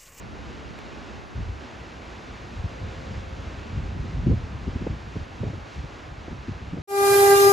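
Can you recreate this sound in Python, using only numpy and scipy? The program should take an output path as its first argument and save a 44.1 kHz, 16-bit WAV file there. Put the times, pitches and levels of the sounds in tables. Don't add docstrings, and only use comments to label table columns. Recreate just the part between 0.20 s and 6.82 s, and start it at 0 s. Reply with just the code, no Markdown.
import sys
import numpy as np
from scipy import signal
from scipy.fft import rfft, irfft
from scipy.io import wavfile

SR = 44100
rng = np.random.default_rng(int(sys.argv[2]) if len(sys.argv) > 2 else 0)


def to_wav(sig):
    pcm = np.clip(np.atleast_2d(sig), -1, 1) * 32767
    pcm = np.round(pcm).astype(np.int16)
    wavfile.write(sys.argv[1], SR, pcm.T)


N = 291942


def from_db(db):
    return 10 ** (np.asarray(db) / 20)


def rms_one(x):
    return x / np.sqrt(np.mean(x ** 2) + 1e-20)


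def in_time(curve):
    return np.interp(np.arange(N) / SR, *np.transpose(curve))


def cut(x, hz, kind, order=2):
    return signal.sosfilt(signal.butter(order, np.clip(hz, 10, .45 * SR), kind, fs=SR, output="sos"), x)


def below(x, hz):
    return irfft(rfft(x) / (1 + (np.arange(N // 2 + 1) * SR / N / hz) ** 4), N)


def equalise(x, points, outside_db=None):
    hz, db = np.transpose(sorted(points))
    bins = np.maximum(np.arange(N // 2 + 1) * SR / N, 1)
    gain_db = np.interp(np.log(bins), np.log(hz), db, outside_db, outside_db)
    return irfft(rfft(x) * from_db(gain_db), N)


def coloured(spectrum):
    return rms_one(equalise(rng.standard_normal(N), spectrum, outside_db=-np.inf))


def drift(rate_hz):
    bins = np.arange(N // 2 + 1) * SR / N
    return rms_one(irfft(rfft(rng.standard_normal(N)) / (1 + (bins / rate_hz) ** 2) ** 2, N))


def gate(t, start, end, edge):
    return (np.tanh((t - start) / edge) - np.tanh((t - end) / edge)) / 2


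def stereo(mid, side):
    return np.array([mid + side, mid - side])


def hush(split_hz=2200, body_db=-44.0, body_follows=0.48, hiss_db=10.5, side_db=-4.5, air_db=-28):
    # (time [s], level [dB])
    strength = [(0, -54), (1.35, -53.5), (2.0, -53), (2.8, -52), (4.35, -55), (5.0, -53.5), (5.8, -54.5),
                (6.62, -55.5)]
    # (peak time [s], half width [s], rise [dB])
    swells = [(4.96, 0.083, 1), (5.56, 0.059, 3)]
    # (frequency [Hz], relative density [dB])
    mid_spectrum = [(60, -20), (110, -14), (160, -20.5), (215, -1), (260, -2), (305, -1.5), (400, -4),
                    (600, -6.5), (800, -7), (1500, -11.5), (2700, -14), (3100, -17.5), (4000, -20),
                    (5300, -25), (6600, -27.5), (7700, -34), (8900, -51)]
    # (frequency [Hz], relative density [dB])
    side_spectrum = [(30, -24), (70, -13), (140, -16), (300, -1), (700, 0.5), (1500, -2), (2000, -10),
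                     (2500, -20.5), (3200, -29.5), (4200, -81), (7000, -60), (8300, -23), (10500, -38.5),
                     (13000, -50)]
    # (frequency [Hz], relative density [dB])
    air_spectrum = [(8000, -77), (9800, 6.5), (10800, 6), (11900, 3), (12500, -17)]
    t = np.arange(N) / SR
    level = in_time(strength)
    body_level = body_db + body_follows * (level - level.mean())
    treble_level = level + sum(rise * np.exp(-((t - peak) / width) ** 2) for peak, width, rise in swells)
    sea = coloured(mid_spectrum) * from_db(0.77 * drift(6.5))
    low = below(sea, split_hz)
    body = thinning(low) * from_db(body_level)
    hiss = (sea - low) * from_db(treble_level + hiss_db)
    air = coloured(air_spectrum) * from_db(treble_level + air_db)
    side = coloured(side_spectrum) * from_db(body_level + side_db)
    return stereo(body + hiss + air, side)


def thinning(x, deep_hz=420, start_db=2.5, loss_db_per_s=0.77):
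    deep = below(x, deep_hz)
    return x - deep + deep * from_db(start_db - loss_db_per_s * np.arange(N) / SR)


def low_wash(start_db=-46, hold_s=1.2, fall_db_per_s=30, rest_db=-59):
    # (frequency [Hz], relative density [dB])
    spectrum = [(35, -17), (65, 1.5), (100, 0), (150, 1.5), (210, -4), (300, -9), (500, -20)]
    fall_db = fall_db_per_s * np.maximum(np.arange(N) / SR - hold_s, 0)
    level = np.maximum(start_db - fall_db, rest_db)
    return stereo(0, coloured(spectrum) * from_db(level))


def lean(pair, shares=(0.32, -0.48)):
    # (frequency [Hz], leftward bias [dB])
    bias = [(60, -2), (190, -3), (350, -3), (620, 2), (1200, -1.5), (1600, -5.5), (2100, 2)]
    return np.array([equalise(ear, [(hz, share * db) for hz, db in bias], outside_db=0)
                     for ear, share in zip(pair, shares)])


def breeze(lumpy_db=2.0, side_db=-15, small_eddy_hz=150, brightening=0.16):
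    # (time [s], level [dB])
    strength = [(0, -42), (0.7, -46.5), (2.3, -43), (2.97, -37), (3.25, -40), (3.58, -34), (4.0, -35),
                (4.3, -34.5), (4.7, -37.5), (5.1, -44), (5.8, -44), (6.62, -38)]
    # (frequency [Hz], relative density [dB])
    spectrum = [(15, -46), (25, -25), (40, -9.5), (62, -1), (85, -4), (125, -8.5), (200, -13.5), (400, -32),
                (800, -51)]
    level = in_time(strength)
    rumble = stereo(coloured(spectrum), from_db(side_db) * coloured(spectrum))
    large = below(rumble, small_eddy_hz)
    small = (rumble - large) * from_db(brightening * (level - level.mean()))
    return (large + small) * from_db(level + lumpy_db * drift(21))


def tick(snap_s=0.00051, snap_db=-13, rustle_s=0.0035, rustle_db=-26, knock_s=0.0031, knock_db=(10, 16)):
    # (time [s], base level [dB])
    onsets = [(0.5886, -35.5)]
    out = np.zeros((2, N))
    for start, db in onsets:
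        age = np.maximum(np.arange(N) / SR - start, 0)
        snap, knock = rng.standard_normal((2, N)) * (age > 0)
        snap *= from_db(snap_db) * np.exp(-age / snap_s) + from_db(rustle_db) * np.exp(-age / rustle_s)
        snap = cut(snap + 1e-18, hz=9000, kind="low", order=1)
        knock = cut(knock * np.exp(-age / knock_s) + 1e-18, hz=1400, kind="low")
        out += from_db(db) * (snap + np.outer(from_db(knock_db), knock))
    return out


def eddies(size, body_hz, reach_hz, boom_hz=93, boom_q=1.4, boom_db=-5.0):
    swirl = cut(rng.standard_normal(size), body_hz, "low", order=1)
    boom = signal.lfilter(*signal.iirpeak(boom_hz, boom_q, fs=SR), swirl)
    return cut(swirl + from_db(boom_db) * boom, reach_hz, "low", order=3)


def buffets(fade_db_per_s=35, reach_scale=1.157, lowest_hz=47, side_db=-14.0, wake_db=-10.5, wake_hz=115):
    # (start [s], length [s], level [dB], corner of the largest eddies [Hz],
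    # corner of the smallest before reach_scale [Hz])
    packets = [(1.153, 0.025, -29, 80, 90), (1.171, 0.039, -29, 100, 181), (1.212, 0.14, -32, 52, 70),
               (2.362, 0.068, -33.5, 70, 80), (2.442, 0.017, -23.5, 90, 125),
               (2.616, 0.064, -32.5, 80, 109), (2.957, 0.054, -36, 70, 85), (3.377, 0.041, -36, 85, 110),
               (3.525, 0.039, -33, 110, 170), (3.573, 0.032, -26.5, 70, 110), (3.627, 0.036, -31, 85, 190),
               (3.756, 0.02, -28, 110, 160), (3.796, 0.021, -26, 90, 160), (3.83, 0.04, -32, 160, 230),
               (3.936, 0.022, -29.5, 80, 115), (3.968, 0.09, -29, 90, 195), (4.062, 0.032, -17.5, 65, 235),
               (4.097, 0.029, -16.5, 58, 360), (4.124, 0.021, -21, 80, 290), (4.149, 0.033, -28, 75, 125),
               (4.471, 0.021, -24.5, 105, 251), (4.518, 0.018, -30.5, 70, 120),
               (4.555, 0.015, -24, 130, 245), (4.605, 0.042, -29, 110, 235),
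               (4.667, 0.0076, -23.5, 390, 485), (4.697, 0.046, -29, 100, 230),
               (4.956, 0.017, -27, 130, 280), (5, 0.023, -29, 65, 100), (5.203, 0.021, -26.5, 120, 140),
               (5.23, 0.011, -26, 210, 430), (5.241, 0.049, -28.5, 125, 420), (5.297, 0.016, -31, 260, 380),
               (5.332, 0.0099, -31.5, 260, 450), (5.343, 0.0282, -33.5, 125, 300),
               (5.376, 0.0123, -36.5, 90, 380), (5.395, 0.053, -41, 60, 80), (5.566, 0.0362, -30, 60, 125),
               (5.639, 0.021, -31.5, 125, 220), (6.079, 0.01, -32.5, 190, 398),
               (6.109, 0.023, -32.5, 150, 215), (6.135, 0.06, -39, 135, 185),
               (6.283, 0.013, -25.5, 179, 215), (6.299, 0.024, -31, 85, 130), (6.526, 0.027, -30, 190, 260),
               (6.564, 0.025, -33, 240, 410), (6.588, 0.026, -32, 140, 230)]
    out, t = np.zeros((2, N)), np.arange(N) / SR
    flutter_db = drift(75)
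    for start, length, db, body_hz, reach_hz in packets:
        near = np.abs(t - start - length / 2) < .3
        size = np.count_nonzero(near)
        age = np.clip(t[near] - start, 0, length)
        edge = np.clip(0.16 * length, .001, .012)
        shape = gate(t[near], start, start + length, edge) * from_db(flutter_db[near] - fade_db_per_s * age)
        after = np.maximum(t[near] - start - length, 0)
        wake_shape = np.exp(-after / (0.43 * length)) * (age / length) ** 2
        wake = from_db(wake_db) * rms_one(wake_shape * eddies(size, body_hz, wake_hz))
        common = shape * eddies(size, body_hz, reach_scale * reach_hz)
        opposed = shape * eddies(size, body_hz, reach_scale * reach_hz)
        bass_hz = max(lowest_hz, 0.4 * body_hz)
        mid = rms_one(cut(common, bass_hz, "high", order=3)) + cut(wake, lowest_hz, "high", order=3)
        side = from_db(side_db) * rms_one(cut(opposed, 2 * bass_hz, "high", order=3))
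        gain = from_db(db) * np.sqrt(length * SR / size)
        out[:, near] += gain * stereo(mid, side)
    return out


def hollow_tones(edge_s=0.052, waver=0.003, flicker_db=1.5, lag_rad=1.53, hold_s=0.5, fade_db_per_s=16):
    # (start [s], end [s], starting pitch [Hz], glide [Hz/s], level [dB])
    tones = [(1.77, 2.06, 308.4, -1, -55), (2.44, 3.2, 525, 12.5, -49), (3.35, 4.0, 400, 0, -51.5)]
    out, t = np.zeros((2, N)), np.arange(N) / SR
    for start, end, hz, glide, db in tones:
        pitch = hz + glide * np.clip(t - start, 0, end - start)
        phase = 2 * np.pi * np.cumsum(pitch * (1 + waver * drift(7.6))) / SR
        fall_db = fade_db_per_s * np.maximum(t - start - hold_s, 0)
        envelope = from_db(db - fall_db + flicker_db * drift(7.7)) * gate(t, start, end, edge_s)
        out += np.sqrt(2) * envelope * np.sin([phase, phase - lag_rad])
    return out


def scene():
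    far = lean(hush() + low_wash()) + hollow_tones()
    return far + breeze() + buffets() + tick()


def record(dry, cutoff_hz=15900):
    return signal.sosfilt(signal.ellip(10, .1, 80, cutoff_hz, fs=SR, output="sos"), dry)


dry = scene()
out = record(dry)
to_wav(out)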